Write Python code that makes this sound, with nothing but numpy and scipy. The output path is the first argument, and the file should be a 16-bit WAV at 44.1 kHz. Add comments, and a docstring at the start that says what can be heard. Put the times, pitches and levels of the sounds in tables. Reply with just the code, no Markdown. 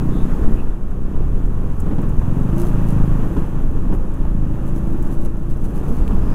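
"""On a gravel road, at the rider's helmet: a single-cylinder four-stroke motorcycle rolls slowly by a stone wall.
The engine slows on a closed throttle, then pulls again: each firing rings the exhaust, each intake gulp the airbox.
Tyres scrub out of a turn and crunch on, stones tick, bumps knock the chassis, a loose fitting buzzes with the crank,
gears whine, rubbing squeaks, and wind buffets the microphone. Noise is filtered, impulses ring resonances.
Curves of engine speed, engine load, roughness of the ride and rumble level drive most of it."""
import sys
import numpy as np
from scipy import signal
from scipy.fft import rfft, irfft, next_fast_len
from scipy.io import wavfile
from scipy.ndimage import uniform_filter1d

SR = 44100
rng = np.random.default_rng(int(sys.argv[2]) if len(sys.argv) > 2 else 0)


def materialize(psi):
    """Save the field psi as 16-bit PCM at rate SR to the path in sys.argv[1].

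    A 1-D psi becomes a single channel; in a 2-D psi each row is a channel.
    """
    bounded = np.clip(np.atleast_2d(psi).T, -1, 1)
    quanta = np.round(bounded * 32767).astype(np.int16)
    wavfile.write(sys.argv[1], SR, quanta)


N = 279594
TIME = np.arange(N) / SR


def undb(db):
    """Decibels to gain."""
    return 10 ** (np.asarray(db) / 20)


def unit(x):
    """Scale to rms 1."""
    return x / np.sqrt(np.mean(x ** 2))


def curve(table):
    """Rows (time [s], value), joined by straight lines."""
    return np.interp(TIME, *np.transpose(table))


def noise():
    """White noise."""
    return rng.standard_normal(N)


def walk(rate):
    """Wandering curve of rms 1: random steps, `rate` a second, smoothed twice."""
    hold = max(int(SR / rate), 1)
    steps = noise()[np.arange(N) // hold]
    return unit(uniform_filter1d(uniform_filter1d(steps, hold), hold))


def colour(x, points):
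    """Causal filter of (frequency [Hz], level [dB]) points, falling away above the last; keeps white noise's power."""
    hz, db = np.transpose(points)
    size = 2 * next_fast_len(N)
    octaves = np.log2(np.fft.rfftfreq(size, 1 / SR) + 1e-9)
    fall_db = 20 * np.maximum(octaves - np.log2(hz[-1]), 0)
    gain = unit(undb(np.interp(octaves, np.log2(hz), db) - fall_db))
    # folding the cepstrum makes the filter minimum phase
    cepstrum = irfft(np.log(gain))[:size // 2]
    cepstrum[1:] *= 2
    return irfft(rfft(x, size) * np.exp(rfft(cepstrum, size)))[:N]


def ring(x, modes):
    """Sum of resonances (frequency [Hz], width [Hz], level [dB])."""
    return sum(undb(db) * signal.lfilter(*signal.iirpeak(hz, hz / width, fs=SR), x) for hz, width, db in modes)


def strokes(phase, scatter_db):
    """One impulse of uneven size at each whole turn of the phase."""
    turns = np.diff(np.floor(phase), prepend=np.floor(phase[0])) > 0
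    return turns * undb(scatter_db * np.clip(noise(), -2, 2))


def fade(x, decay_s):
    """Give each impulse an exponential tail."""
    return signal.lfilter([1], [1, -np.exp(-1 / (decay_s * SR))], x)


def blows(table):
    """Impulses from rows (time [s], level [dB])."""
    out = np.zeros(N)
    for s, db in table:
        out[int(s * SR)] += undb(db)
    return out


def spells(table):
    """A rounded swell and fade for each row (start [s], length [s], level [dB])."""
    out = 0
    for start, length, db in table:
        across = 2 * (TIME - start) / length - 1
        out = out + undb(db) * np.sqrt(np.maximum(1 - across ** 2, 0))
    return out


def soften(x, hz):
    """Steep low-pass: a push of gas has no sharp edge."""
    return signal.sosfilt(signal.butter(4, hz, fs=SR, output="sos"), x)


# spectrum of the wind at the microphone: (frequency [Hz], level [dB per Hz])
WIND = [(2, -10), (7, 0), (13, 0), (28, -7.5), (42, -14.5), (70, -19), (120, -29), (250, -48)]
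# single puffs of wind that thump the microphone: (end [s], length [s], level [dB])
PUFFS = [(0.243, 0.077, -7.5), (0.424, 0.011, 1), (0.481, 0.062, -5.5), (0.544, 0.039, -1),
         (0.698, 0.034, -7.5), (2.194, 0.017, 0.5), (3.389, 0.012, -0.5), (5.268, 0.15, -6.5)]
# level at 0 dB rumble [dB], and dB gained for each dB of rumble
WIND_DB, WIND_PER_RUMBLE = -16.5, 0.69


def wind(rumble):
    """Slow eddies push on the microphone, swelling and dropping with the rumble; now and then a puff tugs at it."""
    eddies = colour(noise(), WIND)
    # even out the eddies so that the level curve sets their swells
    strength = np.sqrt(uniform_filter1d(eddies ** 2, int(.16 * SR)))
    level = undb(WIND_DB + WIND_PER_RUMBLE * rumble + 1.45 * walk(9))
    pulls = 0
    for end, length, db in PUFFS:
        # suction builds, then lets go at once
        pulls = pulls + undb(db) * np.clip(1 + (TIME - end) / length, 0, 1) * (TIME < end)
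    edge = np.hanning(int(0.009 * SR))
    puffs = signal.fftconvolve(pulls, edge / edge.sum(), "same")
    return eddies / strength * level - puffs


# spectrum of tyre crunch: (frequency [Hz], level [dB per Hz])
CRUNCH = [(1500, -15), (3000, -6), (4400, -6.5), (5700, -5), (6150, 2), (8000, -1), (10000, 0),
          (12800, -.5), (15500, -8)]
# spectrum of rough ground drumming through tyres and frame: (frequency [Hz], level [dB per Hz])
ROAD = [(40, -20), (100, -3), (140, 2), (260, -1), (330, -5), (480, -13.5), (900, -31), (3000, -98)]
# thin metal parts that the road keeps ringing: (frequency [Hz], width [Hz], level [dB])
METAL = [(2795, 18, 4), (6150, 31, -1), (10050, 73, -5), (12000, 60, -5)]
# the tyres scrub sideways through the opening turn: (start [s], length [s], level [dB])
TURN = [(0, 0.57, -51.5)]
# spectrum of that scrub: (frequency [Hz], level [dB per Hz])
SCRUB = [(500, 6), (1200, 9), (1700, 9), (2300, -1), (3700, -10), (5000, -8), (7000, -5.5), (14000, -20)]
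# crunch and metal at 0 dB ride, drumming at 0 dB rumble [dB]
CRUNCH_DB, METAL_DB, DRUMMING_DB = -60.5, -74, -31.7


def tyres(ride, rumble):
    """Grit cracks under the tread while rough ground drums through tyres and frame and rings thin metal parts."""
    cracks = rng.random(N) < 1400 / SR  # 1400 a second on average
    grit = cracks * noise() * undb(1.9 * np.minimum(rng.exponential(size=N), 4))
    tread = noise() + 0.36 * unit(grit)
    crunch = unit(colour(tread, CRUNCH)) * undb(CRUNCH_DB + ride)
    metal = unit(ring(tread, METAL)) * undb(METAL_DB + ride)
    drumming = colour(noise(), ROAD) * undb(DRUMMING_DB + rumble + 1.8 * walk(22))
    scrub = unit(colour(tread, SCRUB)) * spells(TURN)
    return crunch + metal + drumming + scrub


# faint squeaks of rubbing, like tread or brake: (start [s], length [s], level [dB], pitch [Hz])
SQUEAKS = [(.1, .16, -61, 3600), (.4, .17, -56, 1835), (.56, .066, -56, 2650), (5.85, .3, -67, 4520),
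           (6.08, .45, -63.5, 5000)]


def squeaks():
    """Rubbing rings a narrow band that swells, flutters and fades."""
    out = 0
    for start, length, db, hz in SQUEAKS:
        band = [(hz, .14 * hz, 0)]
        rubbing = ring(ring(noise(), band), band)
        flutter = undb(3 * walk(18))
        out = out + unit(rubbing * flutter) * spells([(start, length, db)])
    return out


# a patch of loose gravel sprays fine chips: (start [s], length [s], relative level [dB])
GRAVEL = [(4.55, 5.8, -56.5)]
# spectrum of chips and of the loose fitting: (frequency [Hz], level [dB per Hz])
FITTING = [(2000, 0), (4000, -1), (5700, -2), (6100, 5.5), (6700, 2.5), (8700, 3), (10200, 5.5), (13000, 2),
           (15500, -3)]
CHIPS_PER_S = 120


def chips():
    """Fine chips of uneven size patter on the bike."""
    sizes = undb(3.5 * np.clip(noise(), -2, 2))
    hits = (rng.random(N) < CHIPS_PER_S / SR) * sizes * spells(GRAVEL)
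    return colour(noise() * fade(hits, decay_s=.0025), FITTING)


# stones flicked by the tyres: (time [s], relative level [dB])
STONES = [(.908, -47.5), (1.458, -47), (1.801, -34), (2.016, -44), (2.091, -41.5), (3.62, -47), (4.14, -45),
          (4.871, -45), (5.025, -38), (6.078, -39)]
# spectrum of their ticks: (frequency [Hz], level [dB per Hz])
STONE = [(2500, -36), (5500, -12), (6400, -1.5), (8200, -1), (10000, -5), (13000, -10), (15500, -6)]
# stones that strike the bike: (time [s], peak level [dB], pitch [Hz])
CLACKS = [(1.166, -31, 990), (1.984, -24, 790), (4.253, -24, 785), (6.079, -30, 2630), (6.109, -23.5, 755)]


def stones():
    """Short bright ticks of flicked stones; some strike a panel of the bike with a lower clack."""
    ticks = colour(noise() * fade(blows(STONES), decay_s=0.0071), STONE)
    clacks = 0
    for s, db, hz in CLACKS:
        panel = [(hz, 0.57 * hz, 0)]
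        clack = ring(ring(blows([(s, 0)]), panel), panel)
        clacks = clacks + undb(db) * clack / np.abs(clack).max()
    return undb(-6.5) * ticks + clacks


# bumps that knock the chassis: (time [s], relative rattle level [dB], relative thud level [dB])
BUMPS = [(1.86, -32.5, -18), (1.908, -30.5, -21), (1.981, -29, -18.5), (2.027, -31, -24),
         (2.211, -30.5, -32), (2.882, -42, -23), (3.364, -25.5, -14.5), (3.923, -30, -19.5),
         (6.108, -32, -24.5)]
# spectrum of rattling parts, engine casing and frame alike: (frequency [Hz], level [dB per Hz])
CLATTER = [(150, 13.5), (300, 14.5), (585, 5), (680, 2), (850, 4.5), (1250, 1), (1600, -5), (1850, -8),
           (2080, -15.5), (2600, -13), (3400, -20), (4500, -29.5), (8000, -31)]


def cushioned(column):
    """The tyre cushions each blow of a bump, spreading it over a short tail."""
    hits = blows(np.array(BUMPS)[:, [0, column]])
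    return fade(hits, decay_s=.005) / (.005 * SR)


def bumps():
    """Each bump thuds through the frame and shakes its metal parts."""
    rattle = colour(noise() * fade(cushioned(1), decay_s=0.0084), CLATTER)
    thud = colour(noise() * fade(cushioned(2), decay_s=0.02), ROAD)
    return undb(7.5) * rattle + undb(1.5) * thud


# spells when the loose fitting buzzes: (start [s], length [s], relative level [dB])
BUZZES = [(2.561, 0.079, -41.5), (2.645, 0.06, -46), (2.857, 0.081, -46), (3.91, 0.056, -55),
          (4.655, 0.042, -52), (4.745, 0.05, -52), (5.04, 0.053, -54), (5.1, 0.061, -53), (5.2, .045, -54),
          (5.243, 0.023, -44.5), (5.497, 0.021, -52), (5.595, 0.12, -59), (5.638, 0.019, -49),
          (5.74, 0.05, -51.5), (5.82, 0.21, -55)]


def fitting(cycle, load):
    """A loose part strikes once a crank turn and rebounds, less when the engine pulls; it rings the thin metal."""
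    rebound = undb(-.9 * np.maximum(load, 0))
    strikes = strokes(2 * cycle - .46, scatter_db=1)
    contacts = strikes + rebound * strokes(2 * cycle + .04, scatter_db=1.5)
    # each contact is a short, grainy scrape
    grain = unit(noise() * undb(2 * walk(900)))
    scrapes = grain * uniform_filter1d(fade(contacts * spells(BUZZES), decay_s=.0042), size=70)
    return undb(4.5) * colour(scrapes, FITTING) + undb(12) * ring(scrapes, METAL)


# spells when the gears whine: (start [s], length [s], level [dB])
WHINES = [(2.52, .14, -24.5), (2.4, 1.2, -36), (3.9, 1.94, -35.5)]
PUMP_HZ, PUMP_DB = 1103, -58  # mean pitch, level at 0 dB ride


def whines(cycle, ride):
    """Gear teeth sing in spells at multiples of the firing rate; a thin whine, like a fuel pump, holds its own pitch."""
    # the phase of each tone wavers
    low, *high = (unit(np.sin(2 * np.pi * k * cycle + .5 * walk(14))) for k in (12, 21, 22))
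    teeth = (low + undb(-17) * sum(high)) * spells(WHINES) * undb(1 * walk(11))
    pump = np.sin(2 * np.pi * np.cumsum(PUMP_HZ + 5 * walk(25)) / SR)
    return teeth + unit(pump) * undb(PUMP_DB + ride + 2 * walk(23.16))


CLATTER_DB = -34.5  # at 0 dB ride


def clatter(cycle, ride):
    """Piston and valves rattle the casing twice a crank turn, over a steady rush."""
    taps = fade(strokes(4 * cycle, scatter_db=2.5), decay_s=.004)
    rush = noise() * (1 + .5 * taps)
    return unit(colour(rush, CLATTER)) * undb(CLATTER_DB + ride + 0.8 * walk(21.18))


REV_LAG_S = .14


def revving(speed):
    """How fast the engine has lately been speeding up, in Hz a second."""
    return fade(np.gradient(speed), REV_LAG_S) / REV_LAG_S


def wave(cycle, orders):
    """A pulse that starts at each whole cycle and rings down, from rows (multiple, level [dB])."""
    size = 512
    db = np.interp(np.arange(size // 2 + 1), *np.transpose(orders), right=-70)
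    # minimum phase puts the energy at the start
    cepstrum = irfft(np.log(undb(db)))[:size // 2]
    cepstrum[1:] *= 2
    shape = irfft(np.exp(rfft(cepstrum, size)))
    pulses = np.interp(cycle, np.arange(size) / size, shape - shape.mean(), period=1)
    return unit(soften(pulses, hz=650))


# the pressure wave of one gulp of air: (multiple of the firing rate, level [dB])
GULP = [(1, -23.5), (2, -11), (3, -7), (4, -4.5), (5, 1.5), (6, -5), (7, -2), (8, -10.5), (9, -11.5),
        (11, -14), (16, -28.5), (24, -34)]
CRUISE_HZ = 27  # firings a second at which the levels below hold, at 0 dB load
# lugging favours the airbox: level [dB], dB per Hz of speed
INTAKE_DB, INTAKE_DB_PER_HZ = -28.5, -0.3
# the piston shakes the frame once a crank turn: level [dB], dB per dB of load
SHAKE_DB, SHAKE_PER_LOAD = -26.5, 0.2
# the second push: level [dB], dB per dB of load, per Hz of speed, per Hz a second of revving
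BOOM_DB, BOOM_PER_LOAD, BOOM_DB_PER_HZ, BOOM_DB_PER_HZ_S = -31.5, 0.67, 0.63, -0.45


def engine(cycle, speed, load):
    """Each gulp of air booms in the airbox, and firing and piston inertia shake the frame."""
    faster = speed - CRUISE_HZ
    intake_db = INTAKE_DB + load + INTAKE_DB_PER_HZ * faster + .4 * walk(25)
    intake = wave(cycle - .76, GULP) * undb(intake_db)
    # each firing rocks the bike; the piston's inertia pushes once and twice a crank turn, two turns to a firing
    crank = 2 * np.pi * 2 * (cycle + .04)
    rocking = undb(5.5) * np.cos(crank / 2)
    shake = (np.cos(crank) + rocking) * undb(SHAKE_DB + SHAKE_PER_LOAD * load)
    boom_db = BOOM_DB + BOOM_PER_LOAD * load + BOOM_DB_PER_HZ * faster + BOOM_DB_PER_HZ_S * revving(speed)
    return intake + shake + np.cos(2 * crank) * undb(boom_db)


# resonances of the exhaust: (frequency [Hz], width [Hz], level [dB])
EXHAUST = [(113, 54, 0.5), (181.9, 30, 17.5), (281, 6.4, -0.5), (377, 76, -8)]
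# how loud the exhaust is at the helmet: (time [s], level [dB])
TAILPIPE = [(0, -28.5), (.25, -26), (.34, -33), (.5, -25), (.65, -32.5), (.85, -36), (1.2, -27.5),
            (1.5, -38), (5.7, -40.5), (6.2, -29)]
# a stone wall beside the road echoes the exhaust: (time [s], distance [m], echo level [dB])
WALL = [(.27, 2.8, -8), (.42, 2.43, 3), (.56, 2.186, -2.5), (.8, 2.05, -20.5)]


def exhaust(cycle):
    """Each firing rings the exhaust; the echo from the wall shifts its note as the bike draws nearer."""
    firings = strokes(cycle - .69, scatter_db=.7)
    pipe = unit(soften(ring(firings, EXHAUST), hz=546)) * undb(curve(TAILPIPE))
    times, metres, echo_db = np.transpose(WALL)
    late = 2 * np.interp(TIME, times, metres) / 343  # there and back at the speed of sound, m/s
    echo = np.interp(TIME - late, TIME, pipe) * undb(np.interp(TIME, times, echo_db))
    return pipe + echo


# engine speed: (time [s], firings a second [Hz])
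SPEED = [(0, 30.7), (.22, 30.35), (.36, 31.4), (.55, 30.8), (1, 31.95), (1.28, 32), (1.43, 27.8),
         (1.58, 23.3), (1.83, 19.86), (2.05, 19.87), (2.23, 20.5), (2.55, 27.3), (2.67, 29.7), (2.77, 26),
         (2.87, 27.93), (2.96, 26.12), (3.2, 26.56), (3.5, 26.75), (3.9, 26.58), (4.31, 27.25),
         (4.45, 25.52), (4.57, 27.03), (4.85, 27.26), (5.17, 28), (5.76, 27.96), (5.93, 29.24), (6.34, 29)]
# how hard the engine pulls: (time [s], load [dB])
THROTTLE = [(0, 7), (.8, -11), (1.25, -1), (1.6, -5.5), (1.9, 1.5), (2.15, 3.5), (2.4, 9), (2.68, 6),
            (2.95, 11), (3.2, 6), (3.5, -2), (4.1, -5.5), (4.4, 3.5), (5.4, -2.5), (6.34, 0)]
# how roughly the bike rolls; clatter and tyre crunch follow it: (time [s], level [dB])
RIDE = [(0, 3.5), (.58, 2), (.65, -0.5), (.8, -4.5), (1.3, -1.5), (2.1, 1), (2.75, 5), (3.4, 3.5),
        (3.55, 0.5), (4.3, -1.5), (4.95, 1), (5.4, -3), (5.75, 0), (6, 2)]
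# low rumble of wind and ground together: (time [s], level [dB])
RUMBLE = [(0, 1), (.48, 4), (.8, -7.5), (.95, 0.5), (1.25, 1.5), (1.65, 1.5), (2, 3.5), (2.7, 0.5),
          (3.38, 4.5), (3.55, 1.5), (3.94, 5), (4.12, -0.5), (4.35, 0), (5.25, 3), (5.37, -3.5), (5.7, 2.5),
          (6.1, 6)]


def scene():
    """Road and wind around the bike, led by engine speed, engine load, roughness of the ride and low rumble."""
    speed, load, ride, rumble = curve(SPEED), curve(THROTTLE), curve(RIDE), curve(RUMBLE)
    cycle = np.cumsum(speed) / SR  # one whole cycle per firing
    road = wind(rumble) + tyres(ride, rumble) + squeaks() + chips() + stones() + bumps()
    bike = fitting(cycle, load) + whines(cycle, ride) + clatter(cycle, ride)
    bike = bike + engine(cycle, speed, load) + exhaust(cycle)
    return (road + bike)[None]


TOP_HZ = 15750


def record(dry):
    """The recorder rounds the highest peaks and cuts the top."""
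    rounded = dry / (1 + (dry / .9) ** 6) ** (1 / 6)
    return signal.sosfilt(signal.ellip(10, .1, 80, TOP_HZ, fs=SR, output="sos"), rounded)


dry = scene()
out = record(dry)
materialize(out)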